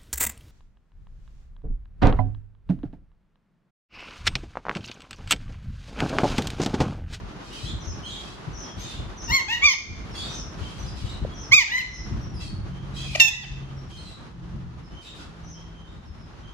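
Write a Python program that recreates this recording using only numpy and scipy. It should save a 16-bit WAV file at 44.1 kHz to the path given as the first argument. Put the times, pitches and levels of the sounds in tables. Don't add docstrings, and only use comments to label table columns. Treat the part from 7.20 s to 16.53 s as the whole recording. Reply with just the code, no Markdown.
import sys
import numpy as np
from scipy import signal
from scipy.fft import rfft, irfft
from scipy.io import wavfile
from scipy.ndimage import uniform_filter1d, minimum_filter1d

SR = 44100
rng = np.random.default_rng(int(sys.argv[2]) if len(sys.argv) > 2 else 0)


def ratio_of_db(decibels):
    return 10 ** (np.asarray(decibels, float) / 20)


def transcribe(u):
    v = np.clip(np.atleast_2d(u).T, -1, 1)
    q = np.round(v * 32767).astype(np.int16)
    wavfile.write(sys.argv[1], SR, q)


N = 411453

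# time_s, room_hiss_db, steady_wind_db
AIR = [(0, -41, -48.5), (.6, -43.5, -37), (1.5, -42, -45), (2.2, -42, -40.5), (2.75, -41.5, -37),
       (3.4, -40.5, -38.5), (3.7, -43.5, -33.5), (4.3, -42, -37.5), (4.9, -43.5, -32), (5.4, -47, -35),
       (6.2, -44.5, -34.5), (6.55, -48.5, -38), (7.05, -48.5, -44.5), (7.4, -50.5, -38), (8, -47.5, -46),
       (8.7, -50, -40.5), (9.33, -49.5, -43)]
# hz, relative_density_db
HISS_COLOUR = [(71, -17), (120, -7.5), (325, -6), (503, -13), (1210, -12.5), (2290, -22), (3080, -22.5),
               (6440, -31.5), (8180, -43.5), (11500, -44.5), (12700, -103), (14000, -106.5)]
# hz, likeness (0-1)
AIR_LIKENESS = [(60, 0.61), (180, 0.79), (550, 0.25), (1650, 0.061), (4970, 0.02), (15000, 0.1)]
# hz, relative_density_db
WIND_COLOUR = [(13, -35), (22, -8), (43, 2.5), (64, -0.5), (119, -5.5), (214, -11), (274, -22.5),
               (320, -17), (420, -30), (700, -120)]
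# start_s, push_peak_db, push_hz, left_minus_right_db, turbulence_db
GUSTS = [(0, -47, 60.4, 3, -34), (.428, -27, 107, 7, -40), (.524, -27, 67.3, 8, -37),
         (.66, -26.5, 70, 8, -50), (.805, -36, 71, 5, -57), (1.008, -38, 63.3, 5, -64),
         (1.273, -25, 132.6, 9, -36), (1.566, -33, 97.6, 12, -32), (1.781, -30, 85.3, 7, -39),
         (2.098, -46, 51, 4, -27.5), (2.432, -24, 60.3, 6, -44), (2.677, -29, 54.7, 9, -32),
         (3.408, -24.5, 90.2, 12, -33), (3.837, -27.5, 99.3, 18, -47.5), (4.008, -23, 61.9, 8, -28),
         (4.304, -29.5, 100.5, 5, -40), (4.767, -26, 53, 2, -55), (4.907, -26, 81.6, 8.5, -31),
         (5.029, -37, 113, 3, -32), (5.322, -50, 70, 1, -35), (6.282, -25.5, 42.6, 0, -39.5),
         (7.331, -42, 120, -3, -36), (7.712, -40, 52.3, 5, -41), (8.882, -33.5, 61.9, 8, -53),
         (9.12, -51, 59.2, 0.5, -44)]
# start_s, hold_s, level_db
RASPS = [(0.223, 0.055, -51.5), (.325, 0.14, -47), (0.842, 0.26, -51.5), (1.566, 0.16, -47.5),
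         (2.926, 0.2, -47), (3.37, 0.29, -53), (3.749, 0.15, -50.5), (5.185, 0.033, -45),
         (5.739, 0.26, -45), (6.68, 0.22, -56.5), (7.801, 0.063, -53.5), (7.946, 0.054, -54)]
# hz, relative_density_db
RASP_COLOUR = [(1060, -83), (1800, -11), (2440, -2), (2660, -0.5), (3820, -0.5), (5500, -5), (6540, -11),
               (10700, -14.5), (13000, -29.5)]
# start_s, level_db, start_hz, end_hz, length_s
SQUAWK_NOTES = [(0.31, -42, 2940, 3120, 0.065), (0.405, -44, 3980, 4030, 0.12),
                (0.448, -38.5, 3196, 3670, 0.074), (0.827, -37, 3080, 3320, .11),
                (0.85, -43, 4260, 4060, 0.057), (0.895, -39.5, 3800, 3190, 0.11),
                (1.591, -40.5, 6140, 6400, .037), (1.601, -45, 3670, 3540, 0.21),
                (1.661, -49, 4290, 3490, 0.15), (1.694, -48, 3540, 2880, 0.082),
                (2.946, -35.5, 3360, 3470, 0.084), (2.947, -38, 4494, 4550, 0.093),
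                (2.998, -40, 3800, 3620, 0.13), (3.782, -55, 4550, 4550, 0.083),
                (3.853, -47, 2980, 2890, 0.077), (3.868, -43, 3760, 3980, 0.072),
                (5.137, -46.5, 5390, 4860, .06), (5.237, -45.5, 4400, 4380, 0.076),
                (5.733, -44, 3920, 4160, 0.089), (5.757, -38.5, 3200, 3300, 0.11),
                (5.829, -42, 2500, 2450, 0.15), (6.691, -49, 3150, 3135, 0.13),
                (6.77, -45, 4260, 4270, 0.035), (6.846, -47, 4030, 3860, 0.089),
                (7.843, -43.5, 3810, 3620, 0.07), (7.851, -47, 2660, 3240, 0.036),
                (7.982, -48, 1460, 1275, 0.042)]
# start_s, level_db
CHEEPS = [(.6, -42.5), (1.328, -40.5), (1.968, -39), (3.09, -38.5), (4.138, -42), (4.68, -40),
          (8.233, -48.5)]
# delay_s, added_db, start_hz, end_hz, length_s
CHEEP_NOTES = [(0, -3.5, 6000, 5360, 0.058), (.044, 0.7, 6250, 5320, .088)]
# start_s, level_db, start_hz
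PEEPS = [(2.912, -46, 5670), (3.589, -42.5, 6020), (3.66, -42, 5130), (4.735, -36, 5470),
         (5.009, -46, 5710), (6.566, -51, 5750), (7.634, -55, 5420), (8.852, -56, 5480), (8.997, -56, 5340)]
# start_s, level_db, start_hz
WHISTLES = [(1.438, -47, 3233), (3.409, -46.5, 3124), (4.081, -50.5, 3270), (5.51, -54.5, 3120),
            (6.397, -59.5, 3110), (7.712, -50, 3070), (8.339, -53.5, 3140), (8.547, -55, 3140),
            (8.661, -60.5, 3690), (9.224, -54, 3120)]
# time_s, pitch_hz, level_db
NEAR_CALLS = [
    [(2.078, 936, -41), (2.105, 903, -27.5), (2.122, 1057, -23), (2.14, 1087, -14), (2.165, 1082, -12.5),
     (2.19, 1010, -21), (2.215, 840, -33)],
    [(2.282, 805, -29), (2.312, 916, -20), (2.344, 969, -21), (2.368, 945, -29), (2.41, 944, -38)],
    [(2.412, 1080, -34), (2.436, 1140, -11.5), (2.45, 1223, -6.5), (2.478, 1138, -8.5), (2.505, 1051, -10),
     (2.528, 1035, -16), (2.545, 833, -24)],
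    [(4.312, 1006, -43), (4.322, 1054, -9.5), (4.345, 1264, -4), (4.362, 1244, -9.5), (4.385, 1150, -4.5),
     (4.412, 1010, -10.5), (4.44, 850, -25.5)],
    [(4.478, 759, -26), (4.505, 863, -28), (4.525, 985, -16), (4.56, 999, -13), (4.575, 1028, -12),
     (4.594, 1043, -12), (4.606, 950, -27), (4.618, 820, -31)],
    [(5.948, 545, -38), (5.955, 620, -24), (5.961, 663, -23.5), (5.964, 700, -51)],
    [(5.997, 944, -20), (6.004, 907.5, -5.5), (6.04, 898, -9.5), (6.072, 891, -16), (6.086, 834, -12),
     (6.1, 903, -28), (6.112, 900, -36)],
    [(6.1, 952, -36), (6.115, 1042, -27), (6.15, 946, -34), (6.18, 1012, -33), (6.215, 960, -36),
     (6.235, 844, -33.5), (6.255, 706, -37)],
]
# left_lead_ms, roughness (0-1), breath_db, onset_burst_db
VOICING = [(0.402, 0.16, -25, -41), (0.12, 0.16, -13, -42), (0.099, 0.24, -23.5, -30),
           (0.11, 0.05, -30, -19), (0.38, 0.32, -31, -39), (0.095, 0.67, -8.5, -40), (0.425, 0, -17.5, 1.5),
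           (0.31, 0.28, -16, -40)]
# hz, relative_gain_db
THROAT = [(450, -43.5), (700, -14), (950, -14.5), (1200, -26), (1750, -16), (2100, -1.5), (2450, -7.5),
          (2800, -0.5), (3240, -10.5), (4440, -6.5), (6740, -11.5), (8240, -29.5), (9650, -35),
          (15500, -23)]
PARTIAL_SHAPES = [(14, 9.4, -2.5, 3.5, -9, 2.5, -2.5), (12, 15, 9, 4, -17, -4, -5.5),
                  (9.5, 7.1, 1, 0.5, 1.5, 4, -12), (3.5, 8, -1, -3, -3, 0.5, -5.5),
                  (-3, 4.2, -10.5, -4.5, -8, 1, -2.5), (12.5, 2.8, -8, 3, -6, -18, -9),
                  (1, 3.4, 8.5, 9, -14, 1.5, 3), (6.5, 9.5, -3, 3.5, -1, -2, -14)]
# start_left_minus_right_db, end_left_minus_right_db, start_beak_db, end_beak_db
HEAD_MOVES = [(6, -3, 3.5, 0), (4, -6.5, 0, 3), (1.5, -7, -14, 9.5), (-4, -4.5, -3, 3.5),
              (-0.5, 0.5, -19, -9.5), (9, -5.5, -15.5, 6), (-0.5, -9.5, 0, 2.5), (-1, -5, 4, -1)]
# delay_s, level_db
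FLOOR_ECHO = [(.0021, -9.5), (.0026, -10)]
# hz, t60_s
ROOM_T60 = [(500, 0.53), (2500, 0.49), (6000, 0.58), (12000, 0.18)]
# start_s, level_db, mode_hz, t60_s
KNOCKS = [(4.049, -8.5, 534, 0.013)]
# start_s, length_s, turn_hz, third_order_db, fourth_order_start_db
ENGINE_SPELLS = [(5.3, 1.49, 45.1, -39, -42), (7.05, 0.66, 43.16, -42, -40), (8.05, 0.79, 41.83, -62, -41)]


def rms_one(x):
    return x / np.sqrt(np.mean(x ** 2) + 1e-20)


def in_time(rows, t=None):
    s, *columns = np.transpose(rows)
    t = np.arange(N) / SR if t is None else t
    return [np.interp(t, s, c) for c in columns]


def at_hz(points, hz):
    points = np.array(points)
    return np.interp(np.log(hz), np.log(points[:, 0]), points[:, 1])


def drift(rate_hz, size=N):
    r = np.exp(-2 * np.pi * rate_hz / SR)
    noise = rng.standard_normal(size + 4000)
    return rms_one(signal.lfilter([1], [1, -2 * r, r * r], noise)[4000:])


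def span(rows):
    a, b = round(rows[0][0] * SR), min(N, round(rows[-1][0] * SR))
    i = np.arange(b - a)
    edge = np.minimum(1, np.minimum(i, i[::-1]) / (0.0022 * SR))
    return slice(a, b), (a + i) / SR, edge


def coloured(spectrum, alike_table, patchy_db):
    hz = np.maximum(np.fft.rfftfreq(N, 1 / SR), 1)
    inside = (hz > spectrum[0][0]) & (hz < spectrum[-1][0])
    alike = np.clip(at_hz(alike_table, hz), 0, 1)
    mid, side = rfft(rng.standard_normal((2, N))) * ratio_of_db(at_hz(spectrum, hz)) * inside
    pair = irfft(np.sqrt(1 + alike) * mid + np.sqrt(1 - alike) * side * [[1], [-1]], N)
    return rms_one(pair * ratio_of_db(patchy_db * drift(12.4)))


def room(x, t60_scale):
    t, tail = np.arange(SR) / SR, 0
    edges_hz = np.geomspace(300, 16000, num=8)
    for low, high in zip(edges_hz, edges_hz[1:]):
        sos = signal.butter(2, [low, high], "band", fs=SR, output="sos")
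        band = signal.sosfilt(sos, rng.standard_normal((2, SR)))
        t60_s = t60_scale * at_hz(ROOM_T60, np.sqrt(low * high))
        tail = tail + band * ratio_of_db(-60 * t / t60_s)
    tail = tail * np.minimum(1, t / .015)
    tail = tail / np.sqrt(np.sum(tail ** 2) / 2)
    return signal.fftconvolve(x[None], tail, axes=1)[:, :N]


def room_hiss(level_db):
    return ratio_of_db(level_db) * coloured(HISS_COLOUR, AIR_LIKENESS, patchy_db=1.63)


def wind(steady_db):
    peak_delay_s, rise_s, fall_s = 0.019, 0.015, 0.034
    t = np.arange(0, N, 100) / SR
    s, *_, gust_db = np.transpose(GUSTS)[:, :, None]
    late_s = t - s - peak_delay_s
    shape = np.exp(np.minimum(late_s / rise_s, -late_s / fall_s))
    swell = np.sum(ratio_of_db(gust_db) * shape, axis=0)
    gain = ratio_of_db(steady_db) + np.interp(np.arange(N) / SR, t, swell)
    return gain * coloured(WIND_COLOUR, AIR_LIKENESS, patchy_db=2.5)


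def puffs():
    out = np.zeros((2, N + SR))
    for s, peak_db, hz, pan_db, _ in GUSTS:
        cycles = np.arange(round(2.4 * SR / hz)) * hz / SR - 1.2
        push = np.cos(2 * np.pi * cycles) * np.exp(-(cycles / 0.95) ** 2)
        at = round(s * SR)
        out[:, at:at + len(push)] += ratio_of_db(peak_db + pan_db * np.array([[.5], [-.5]])) * push
    return out[:, :N]


def far_rasp():
    attack_s, release_s, mean_pulse_hz = 0.0099, 0.055, 620
    gate = np.zeros(N)
    for s, hold_s, level_db in RASPS:
        t = np.arange(round((hold_s + 8 * release_s) * SR)) / SR
        release = np.exp(-np.maximum(t - hold_s, 0) / release_s)
        at = round(s * SR)
        gate[at:at + len(t)] += ratio_of_db(level_db) * np.minimum(1, t / attack_s) * release
    turns = np.cumsum(mean_pulse_hz * (1 + .07 * drift(7) + .012 * drift(200))) / SR
    pulses = np.diff(np.floor(turns), prepend=0) * (1 + .3 * drift(400))
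    hz = np.maximum(np.fft.rfftfreq(N, 1 / SR), 1)
    voiced = rms_one(irfft(rfft(pulses) * ratio_of_db(at_hz(RASP_COLOUR, hz)), N))
    breath = coloured(RASP_COLOUR, [(1000, 0.35), (9000, 0.6)], patchy_db=3.0)
    return room(voiced * gate, .45) + ratio_of_db(-5) * breath * gate


def far_birds():
    cheep_over_db, peep_over_db, whistle_over_db, squawk_over_db = -38, -21.5, -16.5, -14
    peep_fall, peep_s = 0.0432, 0.028
    whistle_rise, whistle_s = 0.0133, .12
    notes = []
    for s, db in CHEEPS:
        for lag_s, step_db, hz0, hz1, length_s in CHEEP_NOTES:
            notes.append((s + lag_s, db + step_db, hz0, hz1, length_s, cheep_over_db))
    notes += [(s, db, hz, hz * (1 - peep_fall), peep_s, peep_over_db) for s, db, hz in PEEPS]
    notes += [(s, db, hz, hz * (1 + whistle_rise), whistle_s, whistle_over_db) for s, db, hz in WHISTLES]
    notes += [(*row, squawk_over_db) for row in SQUAWK_NOTES]
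    mono = np.zeros(N + SR)
    for s, level_db, hz0, hz1, length_s, over_db in notes:
        u = np.arange(round(length_s * SR)) / (length_s * SR)
        warble = .016 + .04 * ratio_of_db(over_db)
        glide = np.sin(np.pi / 2 * np.clip(1.8 * u - .25, 0, 1)) ** 2
        pitch_hz = (hz0 + (hz1 - hz0) * glide) * (1 + warble * drift(110.5, size=len(u)))
        turns = np.cumsum(pitch_hz) / SR
        wave = 0
        for k in range(4):
            audible = (k + 1) * hz0 < 14000
            wave = wave + ratio_of_db(over_db * k) * np.sin(2 * np.pi * (k + 1) * turns) * audible
        at = round(s * SR)
        mono[at:at + len(u)] += ratio_of_db(level_db) * wave * np.minimum(1, u / 0.1) * (1 - u ** 3)
    return ratio_of_db(-5) * mono[:N] + room(mono[:N], t60_scale=0.94)


def near_calls():
    room_db = -8.5
    direct, mono = np.zeros((2, N)), np.zeros(N)
    hiss = coloured(THROAT, [(1000, 0.31), (9000, 0.2)], patchy_db=-0.5)
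    k = np.arange(1, 17)[:, None]
    calls = zip(NEAR_CALLS, VOICING, PARTIAL_SHAPES, HEAD_MOVES)
    for rows, (lead_ms, rough, breath_db, burst_db), shape, head in calls:
        at, t, edge = span(rows)
        pitch_hz, level_db = in_time(rows, t)
        pan_db, beak_db = np.linspace(head[::2], head[1::2], len(t)).T
        pitch_hz = uniform_filter1d(pitch_hz, round(0.018 * SR), mode="nearest")
        turns = np.cumsum(pitch_hz * (1 + .004 * drift(150, size=len(t)))) / SR
        hz = k * pitch_hz
        shape_db = np.pad(shape, (0, len(k) - len(shape)), mode="edge")[:, None]
        upper = np.clip(hz / 3000 - 1, 0, 1)
        gain = ratio_of_db(at_hz(THROAT, hz) + shape_db + beak_db * upper) * (hz < 15800) + 1e-9
        gain = gain / np.sqrt(np.sum(gain ** 2, axis=0) / 2)
        flutter = rough * np.sqrt(k)
        wobble = 1 + flutter * np.array([drift(58, size=len(t)) for _ in k])
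        start = rng.random(k.shape)
        air = ratio_of_db(breath_db) + ratio_of_db(burst_db) * np.exp(-(t - t[0]) / 0.0045)
        for ear, side in enumerate((.5, -.5)):
            phase = 2 * np.pi * (k * turns + start + hz * side * lead_ms / 1000)
            wave = np.sum(gain * wobble * np.sin(phase), axis=0)
            wave = wave + air * hiss[ear, at]
            direct[ear, at] += wave * edge * ratio_of_db(level_db + side * pan_db)
        mono[at] += wave * edge * ratio_of_db(level_db)
    for ear, (delay_s, echo_db) in enumerate(FLOOR_ECHO):
        i = np.arange(N)
        direct[ear] += ratio_of_db(echo_db) * np.interp(i - delay_s * SR, i, direct[ear])
    return direct + ratio_of_db(room_db) * room(mono, 1)


def knock():
    out = np.zeros(N)
    for s, level_db, hz, t60_s in KNOCKS:
        t = np.maximum(np.arange(N) / SR - s, 0)
        decay = ratio_of_db(level_db - 60 * t / t60_s)
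        out += decay * np.sin(2 * np.pi * hz * t) * np.minimum(1, t / .003)
    return out


def engine():
    swell_s, fourth_fade_db_per_s = 0.21, 14.5
    out = np.zeros(N)
    for s, length_s, turn_hz, third_db, fourth_db in ENGINE_SPELLS:
        t = np.arange(round(length_s * SR)) / SR
        turn = 2 * np.pi * np.cumsum(turn_hz * (1 + .008 * drift(2.5, size=len(t)))) / SR
        swell = np.sqrt(2) * np.minimum(1, np.minimum(t, length_s - t) / swell_s)
        third = ratio_of_db(third_db) * np.sin(3 * turn)
        fourth = ratio_of_db(fourth_db - fourth_fade_db_per_s * t) * np.sin(4 * turn)
        at = round(s * SR)
        out[at:at + len(t)] = swell * (third + fourth)
    return out


def scene():
    hiss_db, wind_db = in_time(AIR)
    air = room_hiss(hiss_db) + wind(wind_db) + puffs()
    birds = far_rasp() + far_birds() + near_calls()
    return air + birds + knock() + engine()


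def low_pass(x):
    return signal.sosfilt(signal.butter(12, 16480, fs=SR, output="sos"), x)


def record(dry):
    hold_s, settle_s, knee_db, cut_share, ceiling = .16, .03, -24, .55, 1.1
    dry = signal.sosfilt(signal.butter(4, 38, "high", fs=SR, output="sos"), dry)
    power = signal.lfilter([.002], [1, -.998], np.mean(dry ** 2, axis=0))
    level_db = 10 * np.log10(power + 1e-12)
    hold = round(hold_s * SR) // 2 * 2 + 1
    held_db = -minimum_filter1d(-level_db, hold, origin=hold // 2)
    cut_db = cut_share * np.maximum(held_db - knee_db, 0)
    r = np.exp(-1 / (settle_s * SR))
    gain = ratio_of_db(-signal.lfilter([1 - r], [1, -r], cut_db))
    mix = ceiling * np.tanh(dry * gain / ceiling)
    return low_pass(mix)


dry = scene()
out = record(dry)
transcribe(out)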